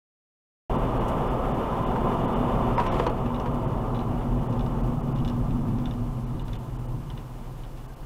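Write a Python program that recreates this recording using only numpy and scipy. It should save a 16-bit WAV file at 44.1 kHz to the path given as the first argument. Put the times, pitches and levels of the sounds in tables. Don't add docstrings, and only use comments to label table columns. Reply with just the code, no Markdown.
import sys
import numpy as np
from scipy import signal
from scipy.fft import rfft, irfft, next_fast_len
from scipy.io import wavfile
from scipy.ndimage import uniform_filter1d

SR = 44100
rng = np.random.default_rng(int(sys.argv[2]) if len(sys.argv) > 2 else 0)


def to_wav(s):
    ch = np.atleast_2d(s).T
    pcm = np.round(np.clip(ch, -1, 1) * 32767)
    wavfile.write(sys.argv[1], SR, pcm.astype(np.int16))


def convert_level_to_amplitude(level_db):
    exponent = np.asarray(level_db, float) / 20
    return 10 ** exponent


N = 355005
T = np.arange(N) / SR
BURST_T = np.arange(4000) / SR
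COARSE_END_S = 3.115


def evened(x):
    return x / np.sqrt(np.mean(x ** 2) + 1e-20)


def curves(rows):
    s, *columns = np.transpose(rows)
    return [np.interp(T, s, column) for column in columns]


def add(mix, start_s, sound):
    part = mix[round(start_s * SR):][:len(sound)]
    part += sound[:len(part)]


def resonance(hz, centre_hz, width_hz):
    return 1 / (1 + (2 * (hz - centre_hz) / width_hz) ** 2)


def colour(points, lifts=()):
    point_hz, point_db = np.transpose(points)

    def shape(hz):
        slope_db = np.interp(np.log(hz + 1), np.log(point_hz), point_db)
        return convert_level_to_amplitude(slope_db + sum(db * resonance(hz, centre, width) for centre, width, db in lifts))
    return shape


def modes(rows):
    return lambda hz: np.sqrt(sum((convert_level_to_amplitude(db) * resonance(hz, centre, width)) ** 2 for centre, width, db in rows))


def noise(shape, size=N):
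    long = next_fast_len(size)
    spectrum = rfft(rng.standard_normal(long))
    return evened(irfft(spectrum * shape(np.fft.rfftfreq(long, 1 / SR)), long)[:size])


def wobble(top_hz):
    return noise(lambda hz: (hz > .5) / (1 + (hz / top_hz) ** 4))


def burst(shape, length_s, rise_s=0.00049):
    envelope = np.minimum(BURST_T / rise_s, 1) * np.exp(-(BURST_T / length_s) ** 1.5)
    return noise(shape, size=4000) * envelope


def coarse(fade_s):
    return np.clip((COARSE_END_S - T) / fade_s, 0, 1)


# start_s, unevenness_db, tyre_ripple_db, fine_texture_db
ROAD = [(.8, -25, -44, -29), (1.2, -27.5, -37, -29), (1.6, -30.5, -37, -29.5), (2.0, -28.5, -35, -29),
        (2.6, -25.5, -30, -28), (3.07, -29, -46.5, -29.5), (3.25, -29, -30, -33), (3.6, -29, -35.5, -33),
        (3.95, -28, -34, -34), (4.3, -26.5, -31, -36.5), (4.7, -26, -32.5, -36), (5.15, -25, -33, -38.5),
        (5.55, -25.5, -29.5, -40.5), (6.1, -29, -35, -43.5), (6.45, -30, -42, -45.5),
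        (6.95, -31.5, -46.5, -47), (7.4, -37.5, -52, -48.5), (8.05, -39.5, -61, -51)]
# centre_hz, width_hz, level_db
BOOM = [(30, 39, -1.5), (42.5, 15, 4.5), (52.3, 16, -16)]
PANEL = [(109.8, 14, -4), (123.9, 8.4, 2), (139, 9.5, -3.5), (153.4, 34.5, -9), (87, 23, -15),
         (312, 90, -19)]
CAVITY = [(195, 23, -14), (225.4, 8, -4), (242, 6, 3.5), (258.8, 18, -12.5)]
# level_db at reference, follow_db_per_db, swell_db, swell_hz
FOLLOW = [
    (-33, 0.95, 1.1, 4.1),
    (-31, 1.0, 1.64, 9.6),
    (-28, 1.0, 1.0, 16),
]
COARSE_SHAKE_DB = (1.5, -4, -.5)


def structure():
    shake_ref_db = -28
    out = np.zeros(N)
    uneven_db, ripple_db, _ = curves(ROAD)
    on_coarse = coarse(.3)
    layers = zip((BOOM, PANEL, CAVITY), (uneven_db, uneven_db, ripple_db), COARSE_SHAKE_DB, FOLLOW)
    for rows, shake_db, coarse_db, (db, follow, swell_db, swell_hz) in layers:
        hum = noise(modes(rows))
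        swell = np.sqrt(uniform_filter1d(uniform_filter1d(hum ** 2, 4500), 4500) + .05)
        level_db = db + follow * (shake_db - shake_ref_db) + coarse_db * on_coarse
        level_db = level_db + swell_db * wobble(swell_hz)
        out += convert_level_to_amplitude(level_db) * hum / swell ** .9
    return out


def grip():
    return curves(ROAD)[2] + 35


# corner_hz, level_db_per_hz
ROAR = [(15, -30), (70, -2.5), (240, 2.5), (600, -5.5), (1100, -7.5), (1350, -14.5), (1700, -44),
        (2400, -58.5)]
TREAD = [(900, -26), (1400, 7), (2000, 0), (2650, -2), (3580, -8.5), (3800, -16), (4800, -20.5),
         (8000, -24)]
# centre_hz, width_hz, lift_db
CABIN = [(20, 5, 8), (314, 37, -5), (361.6, 9.6, 7), (402.4, 14, 3.5), (465, 48, 3), (539, 46, 4.5),
         (659.6, 38, 5.5), (756, 54, 6), (901, 102, 5.5), (1023, 30.5, 8), (1187, 86, 5), (1297, 88, 3),
         (1670, 40, 12)]
HOUSING = [(2905, 140, 8), (3130, 110, 3), (3510, 140, 6)]


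def tyres():
    roar_db, tread_db, coarse_tread_db, wind_db = -33, -56.5, 2.5, -65
    grip_db = grip()
    texture = wobble(19.0)
    roar = convert_level_to_amplitude(roar_db + grip_db + 0.47 * texture) * noise(colour(ROAR, CABIN))
    tread = convert_level_to_amplitude(tread_db + grip_db + coarse_tread_db * coarse(.03))
    tread = tread + convert_level_to_amplitude(wind_db)
    tread = tread * convert_level_to_amplitude(0.2 * texture + 1.06 * wobble(22.5)) * noise(colour(TREAD, HOUSING))
    return roar + tread


# start_s, knock_peak_db, length_s, rattle_db, low_mode_db
JOINTS = [
    (2.7800, -9, .005, -39, -7),
    (2.7904, -15, .02, -42, -14),
    (2.9978, -14, .006, -31.5, 2),
    (3.0650, -15, .009, -31.5, -2),
    (2.799, -26, .014, -36, -5),
    (2.864, -28, .008, -35, -5),
    (2.941, -28, .02, -42, -5),
    (3.458, -26, .02, -45, 0),
    (1.96, -21, .008, -50, -5),
    (5.652, -33, .008, -60, -5),
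]


def joints():
    knock_hz, low_knock_hz = 960, 490
    rattle_points = [(1200, 5.0), (3000, -1.5), (5000, -10.5), (9000, -24), (16000, -33)]
    out = np.zeros(N)
    for s, db, length_s, rattle_db, low_db in JOINTS:
        panel = np.sin(2 * np.pi * knock_hz * BURST_T)
        panel = panel + convert_level_to_amplitude(low_db) * np.sin(2 * np.pi * low_knock_hz * BURST_T)
        panel = panel * np.minimum(BURST_T / .0015, 1) * np.exp(-BURST_T / length_s)
        rough = convert_level_to_amplitude(-8) * burst(modes([(knock_hz, 1100, 0)]), length_s)
        rattle = burst(colour(rattle_points, HOUSING), length_s)
        add(out, s, convert_level_to_amplitude(db - 3) * (panel + rough) + convert_level_to_amplitude(rattle_db) * rattle)
    return out


def heave():
    start_s, level_db, pitch_hz, length_s = 2.9, -25, 22, .14
    t = T - start_s
    return convert_level_to_amplitude(level_db) * np.sin(2 * np.pi * pitch_hz * t) * np.exp(-(2 * t / length_s) ** 2)


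# pitch_hz, level_db, t60_s
RING = [(2900, -7, .035), (3510, -3, .018), (3900, -1, .009), (2400, -9, .014)]


def tick(pitch_hz, bright_db):
    t = BURST_T
    chance = rng.random((len(RING), 2))
    ring = np.sin(2 * np.pi * pitch_hz * t) * convert_level_to_amplitude(-60 * t / .012)
    for (hz, db, t60_s), (phase, share) in zip(RING, chance):
        ring = ring + convert_level_to_amplitude(db - 9 * share - 60 * t / t60_s) * np.sin(2 * np.pi * (hz * t + phase))
    ring = ring / abs(ring).max() * np.minimum(t / .0014, 1)
    rebound_s = .003 + .005 * chance[0, 0]
    rebound = convert_level_to_amplitude(-8) * np.roll(ring, round(SR * rebound_s))
    puff = convert_level_to_amplitude(bright_db - 2.5) * burst(modes([(5300, 2000, 0)]), 0.004, rise_s=0.0012)
    smear = convert_level_to_amplitude(-18.5) * burst(colour(TREAD, HOUSING), 0.018)
    return ring + rebound + smear + puff


# start_s, peak_db, pitch_hz, bright_db
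TICKS = [(3.2604, -40, 2690, -15), (3.3443, -36, 3620, -21), (3.3987, -36.5, 2890, -11.5),
         (3.9472, -37, 3670, -18), (3.9666, -41, 3450, -18), (3.9908, -37, 3490, -17),
         (4.0146, -45, 2930, -18), (4.5261, -42, 2590, -14), (4.5925, -39, 2510, -15),
         (4.6083, -39, 3570, -18), (4.6623, -41.5, 3560, -12), (5.1599, -42, 3500, -18),
         (5.1861, -37, 3110, -19.5), (5.2474, -33, 3510, -16), (5.2774, -34.5, 3500, -11),
         (5.298, -38, 2840, -13), (5.5075, -43, 2500, -18), (5.7848, -40, 3580, -12),
         (5.8563, -33.5, 3550, -21), (5.8704, -44, 3500, -18), (5.91, -38, 3540, -18),
         (5.9369, -44, 2930, -18), (6.3949, -41.5, 3590, -18), (6.4809, -35.5, 3530, -18),
         (6.5312, -32, 3540, -17), (6.554, -38, 3070, -18), (7.101, -37, 3130, -17),
         (7.1761, -36.5, 2863, -24), (7.6351, -41.5, 3097, -20), (7.7738, -43, 2890, -18)]


def mount_rattle():
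    chatter_s, chatter_db = .012, -7
    out = np.zeros(N)
    for s, db, hz, bright_db in TICKS:
        late, change = rng.uniform(-1, 1, 2)
        add(out, s, convert_level_to_amplitude(db + 2.5) * tick(hz, bright_db))
        again = tick(hz * (1 + 0.16 * change), bright_db)
        add(out, s + chatter_s * (1 + .4 * late), convert_level_to_amplitude(db + chatter_db + 4.2 * change) * again)
    return out


# start_s, pitch_hz
ENGINE = [(0.95, 61.4), (2.39, 61.5), (3.07, 58.2), (3.64, 50.4), (4.29, 44.3), (5.0, 42.3), (5.52, 37.2),
          (6.17, 35.17), (6.72, 31.8), (8.05, 28.8)]


def engine():
    level_db, mount_hz, mount_width_hz, mount_lift_db = -44, 44.7, 12, 8.5
    hz, = curves(ENGINE)
    db = level_db + mount_lift_db * resonance(hz, mount_hz, mount_width_hz)
    turn = 2 * np.pi * np.cumsum(hz * (1 + 0.0034 * wobble(3.4))) / SR
    tone = np.sin(turn) + convert_level_to_amplitude(-14.0) * np.sin(2 * turn)
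    return np.sqrt(2) * convert_level_to_amplitude(db + 1.9 * wobble(1.5)) * tone


def trim_buzz():
    start_s, end_s, level_db = 2.79, 3.1, -49
    gate = (T > start_s) * (T < end_s)
    return convert_level_to_amplitude(level_db + 2.5 * wobble(90.)) * gate * noise(modes([(2100, 2200, 0), (6000, 9000, -20)]))


# start_s, level_db, length_s
FIZZ = [
    (1.081, -50, .022),
    (3.543, -59.5, .015),
    (5.275, -62, 0.01063),
]


def trim_creaks():
    out = np.zeros(N)
    for s, db, length_s in FIZZ:
        add(out, s, convert_level_to_amplitude(db) * burst(modes([(7760, 9700, 0)]), length_s))
    return out


# corner_hz, level_db_per_hz
SELF_NOISE = [(500, 3.5), (4000, 2.5), (7000, 0), (11000, -1.5), (13500, -1.5), (14800, -4), (16000, 1)]


def self_noise():
    hiss_db, hiss_follow, coarse_hiss_db = -62, 0.026, 2.0
    creep_gain_db, creep_s = 3.5, 1.2
    whine_hz, whine_width_hz, whine_db = 14800, 350, -79
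    whine = convert_level_to_amplitude(whine_db) * noise(modes([(whine_hz, whine_width_hz, 0)]))
    creep_db = creep_gain_db * (1 - np.exp(-np.maximum(T - COARSE_END_S, 0) / creep_s))
    level_db = hiss_db + hiss_follow * grip() + coarse_hiss_db * coarse(.03) + creep_db
    return whine + convert_level_to_amplitude(level_db + 0.58 * wobble(21.0)) * noise(colour(SELF_NOISE))


def scene():
    road = structure() + tyres() + joints() + heave()
    car = mount_rattle() + engine() + trim_buzz() + trim_creaks()
    return (road + car + self_noise())[None]


# centre_s, edge_hz
TREBLE_DROPS = [(.774, 4000), (.994, 3600), (1.293, 3700), (1.533, 3800), (1.853, 3900), (2.27, 3700),
                (2.35, 3700), (2.768, 3600), (2.888, 4200), (2.897, 4200), (2.906, 4200), (3.088, 3700),
                (3.666, 3600), (4.484, 3600), (4.824, 2800), (5.021, 3400), (5.14, 3400), (6.257, 4500),
                (6.437, 5400), (6.577, 3600), (6.78, 4000), (6.875, 3400), (7.873, 3000), (7.955, 3400)]


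def drop_treble(x):
    depth_db, width_s = 16, 0.0065
    hz, t, z = signal.stft(x, SR, nperseg=256, noverlap=192)
    loss_db = sum(depth_db * (hz[:, None] > edge_hz) * np.exp(-((t - s) / width_s) ** 2)
                  for s, edge_hz in TREBLE_DROPS)
    return signal.istft(z * convert_level_to_amplitude(-loss_db), SR, nperseg=256, noverlap=192)[1][:, :N]


# band_hz, lost_share
HOLES = [(10500, 0), (13100, .02), (13500, .2), (14500, .22), (14800, .08), (15300, .15), (15700, .35)]


def punch_holes(x):
    hz, t, z = signal.stft(x, SR, nperseg=1024, noverlap=768)
    luck = rng.random((len(t) // 7 + 1, len(hz) // 5 + 1))
    luck = luck.repeat(7, axis=0).repeat(5, axis=1)[:len(t), :len(hz)].T
    odds = np.interp(hz, *np.transpose(HOLES))[:, None]
    z = z * np.where(luck < odds, convert_level_to_amplitude(-20), convert_level_to_amplitude(5 * odds))
    return signal.istft(z, SR, nperseg=1024, noverlap=768)[1][:, :N]


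# centre_s, pitch_hz, level_db
BIRDIES = [(.994, 4250, -64), (1.29, 5100, -66), (2.888, 5600, -58), (3.088, 4330, -59), (6.257, 5800, -70),
           (6.875, 8700, -69), (2.785, 5020, -56), (7.903, 1590, -55)]


def birdies():
    length_s = 0.033
    return sum(convert_level_to_amplitude(db - 35 * ((T - s) / length_s) ** 2) * np.sin(2 * np.pi * hz * T) for s, hz, db in BIRDIES)


def top_cut(x):
    return signal.sosfilt(signal.butter(12, 15940, fs=SR, output="sos"), x)


def record(dry):
    start_s, edge_hz = .6961, 15680
    kept = punch_holes(drop_treble(dry)) + birdies()
    lowpass = signal.firwin(511, edge_hz, window=("kaiser", 9), fs=SR)
    kept = signal.oaconvolve(kept, lowpass[None], "same")
    finished = kept * np.clip((T - start_s) / .0001, 0, 1)
    return top_cut(finished)


dry = scene()
out = record(dry)
to_wav(out)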